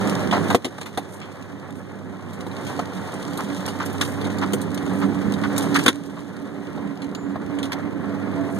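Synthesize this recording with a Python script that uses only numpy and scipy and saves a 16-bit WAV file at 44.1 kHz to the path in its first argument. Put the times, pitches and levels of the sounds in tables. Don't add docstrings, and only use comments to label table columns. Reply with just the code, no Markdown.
import sys
import numpy as np
from scipy import signal
from scipy.fft import rfft, irfft, next_fast_len
from scipy.io import wavfile
from scipy.ndimage import uniform_filter1d, map_coordinates

SR = 44100
rng = np.random.default_rng(int(sys.argv[2]) if len(sys.argv) > 2 else 0)


def inscribe(sig):
    pcm = np.round(np.clip(np.atleast_2d(sig).T, -1, 1) * 32767)
    wavfile.write(sys.argv[1], SR, pcm.astype(np.int16))


N = 378819


def amp(db):
    return 10 ** (np.asarray(db) / 20)


def unit(x):
    return x / np.sqrt(np.mean(x ** 2) + 1e-20)


def along(points, hz):
    freqs, values = np.transpose(points)
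    return np.interp(np.log(hz + 1), np.log(freqs + 1), values)


def curves(rows):
    times, *columns = np.transpose(rows)
    return [np.interp(np.arange(N) / SR, times, column) for column in columns]


def wobble(per_s):
    knots = rng.standard_normal(int(N * per_s / SR) + 4)
    return map_coordinates(knots, [np.arange(N) * per_s / SR])


def filtered(x, response):
    n = x.shape[-1]
    padded = next_fast_len(n + 4096)
    return irfft(rfft(x, padded) * response(np.fft.rfftfreq(padded, 1 / SR)), padded)[..., :n]


def coloured(x, spectrum):
    return unit(filtered(x, lambda hz: amp(along(spectrum, hz))))


def loudness(x):
    power = uniform_filter1d(np.mean(x ** 2, axis=0), 265, mode="constant")
    return np.sqrt(np.abs(power) + 1e-12)


def add(track, at_s, x):
    part = track[:, max(round(at_s * SR), 0):][:, :x.shape[-1]]
    part += x[..., :part.shape[1]]


# f/Hz, correlation
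PORT_CORRELATION = [(60, 0.69), (150, 0.69), (350, 0.65), (600, 0.5), (1000, 0.69), (1600, 0),
                    (2500, 0.049)]
def port_noise(n):
    def mid_side(hz):
        angle = np.arccos(np.clip(along(PORT_CORRELATION, hz), -1, 1)) / 2
        return np.array([np.cos(angle), np.sin(angle)])
    mid, side = filtered(rng.standard_normal((2, n)), mid_side)
    return np.array([mid + side, mid - side])


def grains(per_s, spread_db, t60_s):
    sizes = amp(spread_db * np.minimum(rng.exponential(size=N), 3))
    fractures = sizes * (rng.random(N) < per_s / SR)
    t = np.arange(SR // 10) / SR
    power = signal.fftconvolve(fractures ** 2, amp(-60 * t / t60_s) ** 2)[:N]
    return unit(np.sqrt(np.abs(power)))


def ringing(x, modes_db):
    knots = rng.standard_normal(64)
    peaks = lambda hz: map_coordinates(knots, [22 * np.log1p(hz / 2500)])
    return filtered(x, lambda hz: amp(modes_db * np.minimum(hz / 1200, 1) * peaks(hz)))


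def burst(spectrum, t60_s, attack_s, punch):
    t = np.arange(SR // 4) / SR
    decay = amp(-60 * t / t60_s) + punch * np.exp(-t / 0.0013)
    ring = coloured(ringing(port_noise(len(t)), modes_db=3.5), spectrum)
    x = ring * (1 - np.exp(-t / attack_s)) * decay
    return x / loudness(x).max()


ENGINE_SPEED = [(0, 100.5), (.9, 98.5), (1.3, 99.6), (2.45, 99), (2.8, 95.3), (3.4, 98.8), (3.9, 97.3),
                (4.4, 99.6), (5.05, 97.5), (5.72, 103.5), (6.2, 100.6), (8.58, 99.3)]
ENGINE_LOAD = [(0, 3.5), (.35, 2.5), (.7, 1.5), (1.3, -1), (2.7, -1), (3.1, 0), (3.35, 4), (3.7, -0.5),
               (4.1, -3.5), (4.5, 8.5), (4.7, -6), (4.95, 10), (5.3, 2.5), (5.85, -1), (6.1, -2),
               (6.85, 4.5), (7.7, -3.5), (8.58, 1)]
FIRING_LEVEL = [(0, -33), (2.2, -31), (2.9, -32.5), (3.35, -40.5), (4.15, -25.5), (4.8, -36), (6.2, -37.5),
                (6.7, -43), (8.58, -34.5)]
BOOM_LEVEL = [(0, -34), (1.6, -34.5), (2.5, -32.5), (2.8, -23.5), (3.1, -33.5), (3.5, -31), (4.1, -33.5),
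              (4.45, -22), (4.7, -32), (5.0, -22.5), (5.35, -28.5), (5.6, -19.5), (5.82, -25), (5.95, -24),
              (6.2, -24), (6.85, -29.5), (7.12, -23.5), (7.42, -25), (7.6, -19), (7.73, -28.5), (8.15, -26),
              (8.32, -26.5), (8.5, -21.5)]
RUMBLE_SPECTRUM = [(20, -50), (50, -34), (70, -14), (95, -3.5), (130, -14), (165, 2.5), (215, -2), (245, 1),
                   (300, 0), (335, -5.5), (380, -2), (440, -8.5), (600, -19.5), (3000, -85)]
def engine(cab_hz=282.7):
    def tone(phase, flutter_db, per_s):
        return unit(np.sin(phase) * amp(flutter_db * wobble(per_s)))
    (firing_hz,), (load_db,) = curves(ENGINE_SPEED), curves(ENGINE_LOAD)
    (firing_db,), (boom_db,) = curves(FIRING_LEVEL), curves(BOOM_LEVEL)
    phase = 2 * np.pi * np.cumsum(firing_hz) / SR + 0.34 * wobble(14)
    firing = amp(firing_db) * tone(phase, flutter_db=1.6, per_s=16)
    octave = amp(-32 + 1.22 * load_db) * tone(2 * phase + wobble(22), flutter_db=4.6, per_s=20)
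    cab_phase = 2 * np.pi * cab_hz * np.arange(N) / SR + wobble(9) + 0.35 * wobble(35)
    boom = amp(boom_db) * tone(cab_phase, flutter_db=4.6, per_s=22)
    growl = amp(-42.5 + 0.57 * load_db) * tone(4 * phase + 0.6 * wobble(20), flutter_db=4.5, per_s=20)
    puffs = 1 + 0.2 * np.cos(phase)
    rumble_db = -26.5 + 0.12 * load_db + 1.36 * wobble(12)
    rumble = amp(rumble_db) * coloured(port_noise(N) * puffs, RUMBLE_SPECTRUM)
    return filtered(firing + octave + growl + boom + rumble, engine_path)


ENGINE_BALANCE = [(50, -10), (95, -9), (190, -4.5), (283, -10), (400, -2.5), (700, -5)]
ENGINE_PHASE = [(50, 0.9), (100, 2.08), (160, 1), (200, 0.45), (283, 0.77), (380, 1.14), (700, 0.46)]
def engine_path(hz):
    left = amp(along(ENGINE_BALANCE, hz) / 2) * np.exp(0.5j * along(ENGINE_PHASE, hz))
    return np.array([left, 1 / left]) / np.sqrt((abs(left) ** 2 + abs(left) ** -2) / 2)


GROUND_LEVELS = [(0, -27, -38.5), (.3, -29.5, -42.5), (.8, -27, -36.5), (1.35, -28, -42),
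                 (2.25, -31, -47.5), (2.55, -27, -39.5), (2.72, -23.5, -33.5), (2.85, -28.5, -42.5),
                 (3.05, -26.5, -38), (3.6, -29.5, -38.5), (4.25, -28, -43), (4.65, -32.5, -46.5),
                 (5.4, -31.5, -47), (5.9, -30.5, -38), (6.1, -33, -44.5), (6.55, -30.5, -47),
                 (7.4, -33, -52), (7.65, -30, -49.5), (7.9, -32, -53.5), (8.58, -32.5, -51)]
DIRT_SPECTRUM = [(200, -20), (380, -0.5), (480, 7.5), (600, 6), (750, 3.5), (950, 1), (1300, -1),
                 (1850, -2.5), (2300, -8.5), (2800, -14), (4000, -21.5), (12000, -49)]
LEAF_SPECTRUM = [(1000, -23), (2200, -5.5), (3000, 4), (3700, 5), (4800, -2.5), (5600, 0), (6800, -2),
                 (8500, -2), (10500, -6.5), (12500, -11.5), (14800, -20), (15800, -34)]
ROLL_SPECTRUM = [(60, -50), (105, -7), (135, -1), (165, -0.5), (220, -14.5), (330, -5.5), (420, -12.5),
                 (700, -49)]
def tyres():
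    dirt_db, leaf_db = curves(GROUND_LEVELS)
    bumps = amp(0.78 * wobble(per_s=7.3))
    dirt = unit(1.26 + grains(per_s=150, spread_db=0, t60_s=0.069))
    leaves = unit(2.1 + grains(per_s=160, spread_db=7, t60_s=0.045))
    grind = amp(dirt_db) * coloured(port_noise(N) * dirt, DIRT_SPECTRUM)
    rustle = amp(leaf_db) * coloured(port_noise(N) * leaves, LEAF_SPECTRUM)
    roll = amp(dirt_db - 4) * coloured(port_noise(N), ROLL_SPECTRUM)
    return bumps * (cab_echoes(grind + rustle, echo_db=-11.5, t60_s=0.17) + roll)


def cab_echoes(x, echo_db, t60_s, low_cut_hz=500):
    t = np.arange(SR // 25) / SR
    echoes = rng.standard_normal(len(t)) * amp(-60 * t / t60_s) * (t > 0.003)
    wet = signal.fftconvolve(x, echoes[None] / np.linalg.norm(echoes), axes=1)[:, :N]
    return x + amp(echo_db) * filtered(wet, lambda hz: hz ** 2 / (hz ** 2 + low_cut_hz ** 2))


def stems(count, spread_db=10):
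    out = np.zeros((2, N))
    _, leaf_db = curves(GROUND_LEVELS)
    for when, size, colour, side in rng.random((count, 4)):
        at = int(when * N)
        db = leaf_db[at] + spread_db * size ** 2
        crack = snap(db, tilt_db_oct=2.5 * (2 * colour - 1), t60_s=0.02, side_db=8 * (2 * side - 1))
        add(out, at / SR, crack)
    return out


WOOD_SPECTRUM = [(500, -10), (1200, -4.5), (2200, 2), (3600, 3.5), (5200, -2), (7000, -2), (9000, -3),
                 (12000, -11), (15500, -26)]
def snap(db, tilt_db_oct, t60_s, side_db):
    spectrum = [(hz, level + tilt_db_oct * np.log2(max(hz / 1900, 1))) for hz, level in WOOD_SPECTRUM]
    sides = unit(amp([[side_db / 2], [-side_db / 2]]))
    return amp(db) * sides * burst(spectrum, t60_s, attack_s=0.0002, punch=0.45)


# t/s, level/dB, tilt/(dB/octave), t60/s, left-right/dB
TWIG_SNAPS = [(0.312, -23.5, -6.5, 0.076, -16), (0.329, -27, -6, 0.2, 6), (0.831, -24, -4, 0.051, -2),
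              (1.215, -21, -12, 0.24, 5), (1.424, -31, 0, .05, -4), (2.299, -42, -9, .04, 0),
              (2.333, -34.5, 4.5, 0.096, -1), (2.407, -28.5, 0.5, 0.069, -6), (2.514, -31, -4, .04, 2),
              (2.566, -27.5, -5, .04, -2), (2.667, -24.5, -2.5, 0.14, -2), (2.698, -32, 0, 0.049, -3),
              (3.14, -31, 8, .04, 2), (3.374, -25, 5, 0.083, -6), (3.435, -37, 10, .04, -2),
              (3.501, -28, -10, 0.032, -1), (3.547, -33, 0, .035, 0), (3.662, -25, 3, 0.029, -13),
              (3.683, -24, 0.5, 0.11, 0), (3.854, -35, 18, .04, -3), (3.86, -27, 3, 0.079, 0),
              (3.929, -33.5, 17, 0.066, 4), (4.012, -12, -0.5, 0.079, 4), (4.049, -27, -3.5, 0.053, -3),
              (4.213, -29.5, -2, 0.086, 4), (4.249, -28.5, -3, 0.083, 3), (4.27, -33, -0.5, .035, 2),
              (4.301, -34, -5, 0.046, 0), (4.384, -30.5, 3, 0.062, 2), (4.533, -23, 11, 0.086, 2),
              (4.615, -29.5, 8, 0.073, 0), (4.745, -32, 6, 0.046, -8), (4.776, -29, -5, 0.066, -2),
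              (5.322, -32.5, 0, 0.034, 4), (5.338, -30, 0, 0.049, 12), (5.563, -31.5, -1.5, 0.098, -6),
              (5.579, -20.5, 7, 0.051, -3), (5.625, -33.5, 4, 0.13, -8), (5.744, -26.5, 2, 0.069, 0),
              (5.761, -22, 3.5, 0.07, 10), (5.788, -29.5, 1, 0.14, -3), (5.837, -31, 6, 0.068, -2),
              (6.06, -36, 3.5, 0.065, 1), (6.67, -35.5, -6, .04, -2), (6.874, -35.5, -6, 0.036, 0),
              (6.974, -39, -2, .03, -2), (7.019, -28, -3, 0.13, 15), (7.044, -39, 0, 0.045, 3),
              (7.149, -27, -4.5, .055, -18), (7.587, -29, -3, 0.088, -6), (7.629, -24.5, -2, 0.13, -6),
              (7.655, -33, 0, 0.051, -2), (7.72, -21, -3.5, .07, -1), (7.73, -23, -3, 0.054, 6)]
def twigs():
    out = np.zeros((2, N))
    for at_s, db, tilt_db_oct, t60_s, side_db in TWIG_SNAPS:
        add(out, at_s, snap(db, tilt_db_oct, t60_s, side_db))
    return out


RESONANCE_SHAPE = [(.08, -49), (.3, -17), (.7, 0.5), (1, 3.5), (1.45, -4), (2.4, -12), (5, -24.5),
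                   (12, -43)]
def resonance(centre_hz):
    return [(centre_hz * ratio, db) for ratio, db in RESONANCE_SHAPE]


# t/s, level/dB, centre f/Hz, length/s, rise/s
DRAGS = [(0.325, -16.5, 830, 0.055, 0.00081), (3.381, -19.5, 1120, 0.026, .02),
         (3.799, -17.5, 1320, 0.04, 0.00091), (4.009, -18, 1480, 0.025, .001),
         (4.413, -18.5, 1110, 0.026, 0.023), (5.011, -23.5, 1200, 0.03, 0.013),
         (5.435, -24, 1300, 0.027, 0.00086), (5.748, -15, 1730, 0.02, 0.011),
         (5.79, -22, 1590, 0.007, .002), (6.166, -28.5, 1140, 0.042, .001), (7.717, -28, 1400, 0.018, .001)]
def scrapes(release_t60_s=0.064):
    out = np.zeros((2, N))
    t = np.arange(SR // 4) / SR
    for at_s, db, centre_hz, length_s, rise_s in DRAGS:
        catch = (1 - np.exp(-t / rise_s)) * (1 + np.exp(-t / 0.029))
        stroke = amp(-60 * np.maximum(t - length_s, 0) / release_t60_s - 3 * t / length_s)
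        chatter = amp(0.84 * map_coordinates(rng.standard_normal(len(t)), [t * 350]))
        friction = coloured(ringing(port_noise(len(t)), modes_db=0.5), resonance(centre_hz))
        rasp = friction * catch * stroke * chatter
        add(out, at_s, amp(db) * rasp / loudness(rasp).max())
    return out


# t/s, thud level/dB, clack level/dB, clack f/Hz, crack level/dB, t60/s, clean share
FITTING_KNOCKS = [(0.501, -24, -18.5, 1020, -27.5, 0.08, 0), (0.5467, 3, 5.5, 698, -3.5, 0.062, 0.86),
                  (.645, -11.5, -13.5, 715, -9.5, 0.078, 0.03), (.652, -8.5, -15, 600, -14, .06, .2),
                  (0.782, -24, -16.5, 890, -26, 0.028, 0.03), (.812, -23, -17, 980, -16.5, 0.055, 0.3),
                  (.858, -30, -22, 915, -20, 0.12, 0), (.974, -11.5, -5.5, 800, -12, 0.072, .2),
                  (2.466, -20, -19.5, 514, -34, 0.051, .5), (2.7918, -20, -10, 730, -23, 0.05, 0.23),
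                  (3.678, -34, -18.5, 780, -30, 0.016, 0.04), (4.534, -16, -22, 603, -22, 0.045, 0.25),
                  (5.861, -19, -14.5, 1550, -15.5, 0.056, 0), (5.88, -4.5, -2.5, 1570, -1, 0.062, 0),
                  (6.777, -37, -23, 830, -43, 0.058, 0.5), (7.358, -26, -19.5, 720, -53, 0.045, 0.5)]
JUDDER_SPECTRUM = [(20, -60), (80, -30), (130, -21), (250, 1.5), (350, 5), (500, -9.5), (700, -21),
                   (2500, -72)]
CRACK_SPECTRUM = [(1000, -9.5), (2200, 7), (3600, 4), (5200, -4.5), (7000, -2), (9500, -5), (12000, -11),
                  (15500, -31)]
def knocks():
    out = np.zeros((2, N))
    for at_s, thud_db, clack_db, clack_hz, crack_db, t60_s, clean in FITTING_KNOCKS:
        rattle = burst(resonance(clack_hz), t60_s, attack_s=0.0036, punch=0.59)
        judder = burst(JUDDER_SPECTRUM, 1.7 * t60_s, attack_s=0.0017, punch=0.36)
        clack = np.sqrt(clean) * rap(clack_hz) + np.sqrt(1 - clean) * rattle
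        add(out, at_s, amp(thud_db) * (thud() + amp(-3) * judder))
        add(out, at_s, amp(clack_db) * clack)
        add(out, at_s, amp(crack_db) * burst(CRACK_SPECTRUM, t60_s, attack_s=0.0013, punch=0.62))
    return filtered(out, knock_low_cut)


PANEL_MODES = [(134, -19, .07), (222, -15, .06), (264, 4.5, 0.045), (314, -4.5, 0.048), (483, -0.5, 0.06)]
def thud(attack_s=0.0045, scatter_db=2, side_db=8):
    t = np.arange(SR // 4) / SR
    ring = sum(np.sin(2 * np.pi * hz * t) * amp(db + scatter_db * rng.standard_normal() - 60 * t / t60_s)
               for hz, db, t60_s in PANEL_MODES)
    x = ring * (1 - np.exp(-t / attack_s)) * amp([[side_db / 2], [-side_db / 2]])
    return x / loudness(x).max()


FITTING_MODES = [(.72, -0.5, 0.03), (1, 7, 0.026), (1.5, 2.5, 0.016)]
def rap(hz):
    t = np.arange(SR // 4) / SR
    ring = sum(np.sin(2 * np.pi * hz * ratio * t) * amp(db - 60 * t / t60_s)
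               for ratio, db, t60_s in FITTING_MODES)
    x = np.tile(ring, (2, 1))
    return x / loudness(x).max()


def knock_low_cut(hz, corner_hz=75):
    s = 1j * hz / corner_hz
    return s ** 2 / (s ** 2 + s + 1)


BOUGH_SWISHES = [(1.145, 0.076, -33.5), (1.78, 0.051, -41), (4.073, 0.19, -38.5), (4.987, 0.14, -46.5),
                 (8.562, 0.18, -48)]
SWISH_SPECTRUM = [(1500, -40), (5000, -4), (8500, 4), (11000, -0.5), (15500, -14)]
def foliage():
    t = np.arange(N) / SR
    touch = sum(amp(db) * np.exp(-(2 * (t - middle_s) / length_s) ** 2)
                for middle_s, length_s, db in BOUGH_SWISHES)
    leaves = unit(0.5 + grains(per_s=200, spread_db=5, t60_s=0.032))
    return touch * coloured(port_noise(N) * leaves, SWISH_SPECTRUM)


# t/s, length/s, f/Hz, level/dB, relative pitch jitter, extra fade/dB
RUB_SQUEALS = [(7.15, 0.19, 7050, -43, .016, 13), (8.336, 0.57, 672, -31.5, .012, 2)]
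def squeals(attack_s=0.015):
    out = np.zeros((2, N))
    for at_s, length_s, hz, db, jitter, fade_db in RUB_SQUEALS:
        t = np.arange(int(length_s * SR)) / SR
        pitch_hz = hz * (1 + jitter * wobble(600)[:len(t)])
        phase = 2 * np.pi * np.cumsum(pitch_hz) / SR
        swell = (1 - np.exp(-t / attack_s)) * np.sqrt(1 - t / length_s)
        grip = amp(3 * wobble(60)[:len(t)] - fade_db * t / length_s)
        add(out, at_s, amp(db) * swell * grip * np.sin(phase))
    return out


PORT_BALANCE = [(400, -1), (1000, -1.5), (2000, -3), (10000, -5)]
def scene():
    def balance(hz):
        left = amp(along(PORT_BALANCE, hz))
        return np.array([left, np.ones_like(hz)]) / np.sqrt((1 + left ** 2) / 2)
    sound = engine() + tyres() + knocks() + twigs() + stems(count=125) + scrapes() + foliage() + squeals()
    return filtered(sound, balance)


CROSS_SHARE = [(600, 0.051), (1200, 0.69), (2300, 1), (12000, 1)]
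def widen(x, delay_s=0.00038):
    share = lambda hz: np.clip(along(CROSS_SHARE, hz), 0, 1)
    crossed = filtered(x[::-1], lambda hz: share(hz) * np.exp(-2j * np.pi * hz * delay_s))
    return filtered(x - crossed, lambda hz: 1 / np.sqrt(1 + share(hz) ** 2))


def gain_control(x, ceiling_db, recovery_db_per_s):
    ramp_db = recovery_db_per_s * np.arange(N) / SR
    excess_db = np.maximum(20 * np.log10(loudness(x)) - ceiling_db, 0)
    return x * amp(ramp_db - np.maximum.accumulate(excess_db + ramp_db))


def record(dry):
    held = gain_control(widen(dry), ceiling_db=-8, recovery_db_per_s=3.305)
    return filtered(np.clip(held, -1, 1), lambda hz: hz < 15850)


dry = scene()
out = record(dry)
inscribe(out)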